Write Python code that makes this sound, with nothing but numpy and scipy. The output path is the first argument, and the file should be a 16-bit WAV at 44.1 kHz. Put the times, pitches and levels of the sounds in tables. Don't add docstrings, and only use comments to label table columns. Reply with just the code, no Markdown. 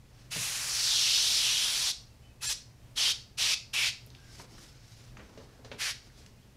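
import sys
import numpy as np
from scipy import signal
from scipy.io import wavfile
from scipy.ndimage import uniform_filter1d

SR = 44100
rng = np.random.default_rng(int(sys.argv[2]) if len(sys.argv) > 2 else 0)


def attenuation_scalar(level_db):
    decades = np.asarray(level_db, float) / 20
    return 10 ** decades


def unload_audio(sound):
    columns = np.transpose(np.atleast_2d(sound))
    steps = np.round(np.clip(columns, -1, 1) * 32767)
    wavfile.write(sys.argv[1], SR, steps.astype(np.int16))


N = 289296
T = np.arange(N) / SR
FRAME = 256

# opening_start_s, opening_time_s, shutting_start_s, shutting_time_s, swell_db
VALVE_MOTION = [
    (0.299, 0.023, 1.91, .02, 0.1),
    (2.404, .03, 2.529, 0.016, 6),
    (2.95, 0.033, 3.122, 0.0063, -1),
    (3.369, 0.019, 3.542, 0.016, 0),
    (3.728, .012, 3.887, 0.042, -1.5),
    (5.773, 0.036, 5.91, 0.034, -1),
]
# frequency_hz, density_db
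NOZZLE_SPECTRUM = [(1500, -18), (2500, 0.5), (5000, -0.5), (7000, 0.5), (8200, -3.5), (10000, -2),
                   (11500, -7), (13500, -13.5), (15700, -24)]
# frequency_hz, density_db
ROAR_SPECTRUM = [(250, -22), (500, -10.5), (1000, -5), (1800, 0.5), (3000, -3.5), (5000, -43.5)]
# frequency_hz, level_db
SPLASH_TOP_SPECTRUM = [(100, 0.5), (5800, -2.5), (6800, -11), (8200, -15), (16000, -36)]
# time_s, hiss_db, splash_db, edge_hz, slope_db_per_octave
ARM_SWEEP = [
    (.335, -44.5, -34.5, 2370, -1.5),
    (.42, -38.5, -51, 2400, .1),
    (.63, -43, -38, 4900, 4),
    (.87, -41.5, -27.5, 3560, .6),
    (1.07, -43.5, -24.5, 2700, .6),
    (1.34, -39, -27.5, 3450, .6),
    (1.48, -39.5, -26, 2780, -3.5),
    (1.74, -40, -31, 3240, -2.5),
    (1.9, -41.5, -29, 3450, 1.5),
]
# hiss_db, splash_db, roar_db, edge_hz, slope_db_per_octave
PUFF_AIM = [
    (-40.5, -34, -47.5, 3730, 4),
    (-41.5, -25.5, -45, 3050, -4.5),
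    (-42.5, -26.5, -45.5, 2480, 0.1),
    (-43, -26.5, -46.5, 2340, -7),
    (-45, -33, -46.5, 1680, -0.7),
]
# pitch_hz, level_db
VALVE_SONG = [(1712, -50.5), (2568, -49), (3225, -51.5), (4059, -45), (4479, -52), (4980, -51), (5545, -46),
              (5868, -45), (6105, -49), (6928, -49), (7445, -39), (8651, -46), (9851, -52), (10304, -48)]
# middle_s, half_length_s
SONG_MOMENT = (2.477, 0.014)
# frequency_hz, change_db
CHOKED_HISS = [(1400, -24), (2000, -14), (4500, -10), (6500, -13), (9000, -15), (12000, -8)]
# loudest_s, level_db, rise_s, fall_s
SLEEVE_STROKES = [(.2, -63, .1, 0.085), (2.27, -75, .06, .05), (4.2, -64, .1, .1), (4.35, -55, 0.11, .05),
                  (4.415, -51, 0.064, 0.032), (4.52, -58, 0.034, .06), (4.62, -53, 0.087, 0.11),
                  (4.71, -62, .08, 0.09), (4.88, -58.5, .07, .16), (5.05, -58, .16, .06),
                  (5.2, -62.5, .04, 0.18), (5.32, -65, .08, .08), (5.44, -62, 0.076, .05),
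                  (5.55, -66, .06, 0.071), (5.655, -59, .012, .04), (5.725, -58, .012, .04),
                  (6.06, -59, 0.045, 0.032), (6.2, -57.5, .07, 0.064)]
# frequency_hz, density_db
SLEEVE_SPECTRUM = [(800, -11), (1500, -5.5), (3000, -5.5), (5400, -1.5), (7000, -9), (10000, -16.5),
                   (13000, -23), (15700, -36.5)]
# loudest_s, level_db, rise_s, fall_s
BODY_SHIFTS = [(.27, -63, .03, 0.036), (2.35, -67, .05, 0.049), (4.16, -60, .06, .04),
               (4.33, -59, .06, .03), (4.41, -52.5, .03, .05), (4.55, -56, .06, .12), (5.04, -62, .05, .05),
               (5.19, -53.5, .05, .1), (5.3, -55, .1, .1), (5.41, -53, .08, .08), (5.53, -59, .1, .1),
               (5.6, -58, .05, .05), (5.66, -52, .015, .05), (5.73, -49, .02, .05),
               (6.07, -56.5, .02, .025), (6.2, -61, .05, .05)]
# frequency_hz, density_db
BODY_SPECTRUM = [(82, -30), (140, -3), (329, -7), (408, -9.5), (625, -12), (681, -14.5), (1800, -22),
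                 (2340, -51), (3960, -120)]
# start_s, peak_db, low_edge_hz, high_edge_hz, t60_s
CAN_TICKS = [(4.062, -51, 9100, 14500, 0.0315), (4.071, -49, 1500, 5960, 0.014),
             (4.1024, -46.5, 3300, 6500, 0.015), (4.1487, -43, 2160, 5000, 0.0207),
             (4.15, -55, 5000, 11000, 0.012), (4.397, -42, 500, 2400, 0.045),
             (4.419, -52, 3000, 12000, .04), (4.58, -48, 1093, 1900, .05), (5.169, -40, 750, 3000, 0.028),
             (5.172, -57, 5500, 7000, .03), (5.194, -48.5, 694, 2800, 0.15),
             (5.375, -48.5, 1000, 5440, 0.069), (5.592, -58, 500, 2000, .05),
             (5.6464, -45, 3320, 6100, 0.037), (5.648, -50, 890, 3000, .06),
             (5.715, -36.5, 790, 3680, 0.07), (5.7155, -50, 3800, 6960, 0.0304),
             (6.097, -57, 1500, 2100, 0.065), (6.262, -44.5, 1780, 6951, 0.019),
             (6.2625, -58, 7000, 12100, .02)]
# start_s, level_db
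CAN_KNOCKS = [
    (4.071, -56),
    (4.397, -56),
    (4.419, -56),
    (5.194, -48),
    (5.375, -42),
    (5.592, -53),
    (5.6464, -44),
    (5.715, -39.5),
    (6.262, -60),
]
# pitch_hz, level_db, t60_s
CAN_MODES = [(258, -1, 0.17), (431, -1, 0.23), (532, 5.5, 0.064), (604, 1, 0.055)]
# pitch_hz, level_db, t60_s
THUD_MODES = [(149.5, -2.5, 0.21), (185, -2, 0.12), (258, -6, 0.11), (331, -8.5, 0.095), (455, -7, 0.095),
              (592, -6.5, 0.079), (973, -7, 0.055)]
# start_s, length_s, pitch_hz, level_db
BIRD_PEEPS = [(2.1, .04, 2700, -70), (2.208, 0.097, 3010, -62.5), (2.27, 0.082, 2570, -65.5),
              (2.22, .05, 2560, -69), (2.404, .015, 2634, -48.5), (2.8, 0.077, 3060, -73),
              (4.155, 0.085, 1596, -63), (4.21, .08, 1630, -63), (4.26, 0.09, 1574, -63),
              (4.394, .014, 960, -45.5), (6.36, 0.0355, 2500, -66), (6.41, 0.035, 3200, -68.5)]
# frequency_hz, t60_s
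GARAGE_DECAY = [(500, 0.36), (1300, 0.37), (2500, .34), (3500, 0.3), (4600, 0.39), (6000, 0.34),
                (9200, 0.28), (15000, 0.24)]
# frequency_hz, level_db
GARAGE_STRENGTH = [(500, -2), (1200, -6), (1900, -4.5), (3200, -2), (5200, -2), (7000, -2), (10000, -4),
                   (16000, -8)]
# frequency_hz, density_db
FLOOR_SPECTRUM = [(12, -30), (22, -6.5), (60, -7), (119, -9), (150, -13), (233, -16.5), (316, -21),
                  (750, -26.5), (1350, -32), (2200, -31.5), (3600, -34.5), (5500, -35), (9000, -40.5),
                  (15700, -46)]
# pitch_hz, width_hz, level_db
MAINS_HUM = [(58.3, 7, -63.5), (119, 7.6, -58.5)]


def spray():
    hz, t = grid(FRAME)
    f = hz[:, 0]
    hiss_db, splash_db, roar_db, edge_hz, slope = jet_controls(t)
    octaves = np.log2((hz + 1) / edge_hz)
    band_db = octaves * np.where(octaves < 0, 37.5, slope) + read(SPLASH_TOP_SPECTRUM, hz)
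    ridge_db = 0.3 - 0.6 * slope
    band_db = band_db + ridge_db * np.exp(-((octaves - .1) / 0.16) ** 2)
    hiss = attenuation_scalar(hiss_db) * shape(read(NOZZLE_SPECTRUM, hz), f, 8500, 15000)
    splash = attenuation_scalar(splash_db - 0.5) * shape(band_db, f, 2000, 6160)
    roar = attenuation_scalar(roar_db + 1.0) * shape(read(ROAR_SPECTRUM, hz), f, 600, 1800)
    middle_s, half_s = SONG_MOMENT
    choke = attenuation_scalar(read(CHOKED_HISS, hz) * np.exp(-((t - middle_s) / half_s) ** 4))
    gain = np.sqrt(hiss ** 2 + splash ** 2 + roar ** 2) * choke
    jet = noise(gain, FRAME, patchy_db=0.95, flicker_db=0.44)
    valve = np.zeros(N)
    for open_s, up_s, shut_s, down_s, _ in VALVE_MOTION:
        opening = np.clip((T - open_s) / up_s, 0, 1) ** 1.74
        valve += opening * np.clip(1 - (T - shut_s) / down_s, 0, 1) ** 2
    return jet * valve + valve_song()


def jet_controls(t):
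    opens, _, shuts, _, swell_db = np.transpose(VALVE_MOTION)
    burst = np.maximum(np.searchsorted(opens - .05, t) - 1, 0)
    s, *columns = np.transpose(ARM_SWEEP)
    hiss, splash, edge, slope = [np.interp(t, s, column) for column in columns]
    sweep = [hiss, splash, -48.5 + 0 * t, edge, slope]
    aims = np.transpose(PUFF_AIM)[:, burst - 1]
    hiss_db, splash_db, roar_db, edge_hz, slope = np.where(burst == 0, sweep, aims)
    puff = burst > 0
    age_s = np.maximum(t - opens[burst], 0)
    through = np.minimum(age_s / (shuts - opens)[burst], 1) - .5
    swell = swell_db[burst] * through
    edge_hz = edge_hz * 2 ** (-0.16 * through * puff)
    splash_db = splash_db + swell - 5 * np.exp(-(age_s / 0.025) ** 2 / 2)
    stops = np.clip(1 + (t - shuts[burst]) / 0.015, 0, 2)
    hiss_db = hiss_db + .5 * swell - 3 * stops
    slope = slope * (1 - 0.7 * puff * (through + .5) ** 2)
    return hiss_db, splash_db, roar_db - 6 * stops, edge_hz, slope


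def valve_song():
    song = np.zeros(N)
    middle_s, half_s = SONG_MOMENT
    near = T[:3000] - 1500 / SR
    for hz, db in VALVE_SONG:
        unsteady = 3.8 * uniform_filter1d(rng.standard_normal(len(near)), size=200)
        swell = np.exp(-((near - rng.uniform(-0.0048, 0.0067)) / half_s) ** 2)
        tone = np.sin(2 * np.pi * (hz * near + rng.random()) + unsteady)
        add(song, middle_s + near[0], attenuation_scalar(db + 5.0) * swell * tone)
    return song


def rustle():
    hz, t = grid(FRAME * 2)
    f = hz[:, 0]
    swish_db = strokes_db(SLEEVE_STROKES, t)
    bright = 0.33 * np.maximum(swish_db + 60.5, -10)
    colour_db = read(SLEEVE_SPECTRUM, hz) + bright * np.log2(np.clip(hz, 1500, 16000) / 5000)
    swish = attenuation_scalar(swish_db) * shape(colour_db, f, 3000, 9000)
    shuffle = attenuation_scalar(strokes_db(BODY_SHIFTS, t)) * shape(read(BODY_SPECTRUM, hz), f, 150, 800)
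    return noise(np.sqrt(swish ** 2 + shuffle ** 2), FRAME * 2, patchy_db=1.5, flicker_db=1.5)


def strokes_db(rows, t):
    power = 0
    for s, db, rise_s, fall_s in rows:
        away = np.where(t < s, (s - t) / rise_s, (t - s) / fall_s)
        power = power + attenuation_scalar(db - 9 * away ** 1.3) ** 2
    return 10 * np.log10(power + 1e-12)


def ticks():
    out, t = np.zeros(N), T[:8000]
    for s, db, lo_hz, hi_hz, t60 in CAN_TICKS:
        band = signal.butter(3, [lo_hz, hi_hz], "band", fs=SR, output="sos")
        snap = attenuation_scalar(-60 * t / t60)
        scrape = attenuation_scalar(-18.5 - 60 * t / (5.4 * t60))
        drive = rng.standard_normal(len(t)) * (snap + scrape) * np.minimum(t / .0005, 1)
        crack = signal.sosfilt(band, drive) * np.sqrt(SR / 2 / (hi_hz - lo_hz))
        add(out, s, attenuation_scalar(db - 4.5) * crack)
    for s, db in CAN_KNOCKS:
        add(out, s, attenuation_scalar(db - 6.5) * rings(CAN_MODES, t))
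    add(out, 0.359, attenuation_scalar(-36.5) * rings(THUD_MODES, t))
    return out


def rings(modes, t):
    out = 0
    for hz, db, t60 in modes:
        swell = np.minimum(t * hz / 0.71, 1)
        tone = np.sin(2 * np.pi * hz * rng.uniform(0.94, 1.05) * t)
        out = out + attenuation_scalar(db - 60 * t / t60) * swell * tone
    return out


def bird():
    out = np.zeros(N)
    for s, length_s, hz, db in BIRD_PEEPS:
        n = round(length_s * SR)
        waver = 1 + 0.12 * uniform_filter1d(rng.standard_normal(SR // 4), size=300)[:n]
        tremble_db = 40 * uniform_filter1d(rng.standard_normal(SR // 4), size=200)[:n]
        tone = np.sin(2 * np.pi * np.cumsum(hz * waver) / SR)
        add(out, s, attenuation_scalar(db - 1.5 + tremble_db) * np.hanning(n) * tone)
    return out


def garage(x):
    out, at = 0, np.arange(300, SR // 2, 20)
    for k in range(3):
        taps = np.zeros(SR // 2 + 20)
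        taps[at + rng.integers(0, 20, len(at))] = rng.choice([-1., 1.], len(at))
        hz, t, z = signal.stft(taps, SR, nperseg=FRAME)
        decay_db = 60 * t / read(GARAGE_DECAY, hz)[:, None]
        gain = attenuation_scalar(read(GARAGE_STRENGTH, hz)[:, None] - decay_db)
        tail = signal.istft(z * gain, SR, nperseg=FRAME)[1]
        turn = np.sqrt(2 / 3) * np.cos(np.pi * (67 * T + k / 3))
        out = out + signal.oaconvolve(x * turn, tail / np.linalg.norm(tail))[:N]
    return out


def floor():
    size = FRAME * 16
    hz, t = grid(size)
    f = hz[:, 0]
    power = attenuation_scalar(-56) ** 2 * shape(read(FLOOR_SPECTRUM, hz), f, 20, 16000) ** 2
    for hum_hz, width_hz, db in MAINS_HUM:
        peak_db = -3 * np.minimum(abs(hz - hum_hz) / width_hz, 6) ** 2
        power = power + attenuation_scalar(db) ** 2 * shape(peak_db, f, 20, 300) ** 2
    gain = np.sqrt(power) * np.ones(len(t))
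    return attenuation_scalar(2.5) * noise(gain, size, patchy_db=-0.38, flicker_db=0.63)


def noise(gain, size, patchy_db, flicker_db):
    a, b, patches = rng.standard_normal(gain.shape[::-1] + (3,)).T
    patches = uniform_filter1d(patches, size=4, axis=0)
    patches = evened(uniform_filter1d(patches, size=24, axis=1))
    flicker = evened(uniform_filter1d(rng.standard_normal(gain.shape[1]), size=6))
    z = (a + 1j * b) * gain * attenuation_scalar(patchy_db * patches + flicker_db * flicker)
    return signal.istft(z, nperseg=size, noverlap=size * 3 // 4)[1][:N] * np.sqrt(2 / 3)


def grid(size):
    return np.fft.rfftfreq(size, 1 / SR)[:, None], np.arange(N * 4 // size + 5) * size / 4 / SR


def shape(db, hz, lo_hz, hi_hz):
    gain = attenuation_scalar(db)
    inside = (hz >= lo_hz) & (hz < hi_hz)
    return gain / np.sqrt((gain[inside] ** 2).sum(axis=0))


def read(points, hz):
    f, value = np.transpose(points)
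    return np.interp(np.log(hz + 1), np.log(f + 1), value)


def evened(x):
    return x / np.sqrt(np.mean(x ** 2) + 1e-20)


def add(mix, s, sound):
    part = mix[round(s * SR):][:len(sound)]
    part += sound[:len(part)]


def scene():
    jet, small = spray(), ticks() + bird()
    echo = garage(attenuation_scalar(-10) * jet + attenuation_scalar(-7.5) * small)
    mono = attenuation_scalar(1.5) * jet + echo + small + rustle() + floor()
    return np.array([mono, mono])


def top_cut(x):
    return signal.sosfilt(signal.butter(12, 15820, fs=SR, output="sos"), x)


def record(dry):
    white = rng.standard_normal(N)
    bass = evened(signal.lfilter([1], [1, -.9], white))
    side = attenuation_scalar(-85) * white + attenuation_scalar(-87.5) * bass
    lowpass = signal.firwin(301, 15750, fs=SR)[None]
    mix = signal.oaconvolve(dry + np.array([side, -side]), lowpass, "same")
    return top_cut(mix)


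dry = scene()
out = record(dry)
unload_audio(out)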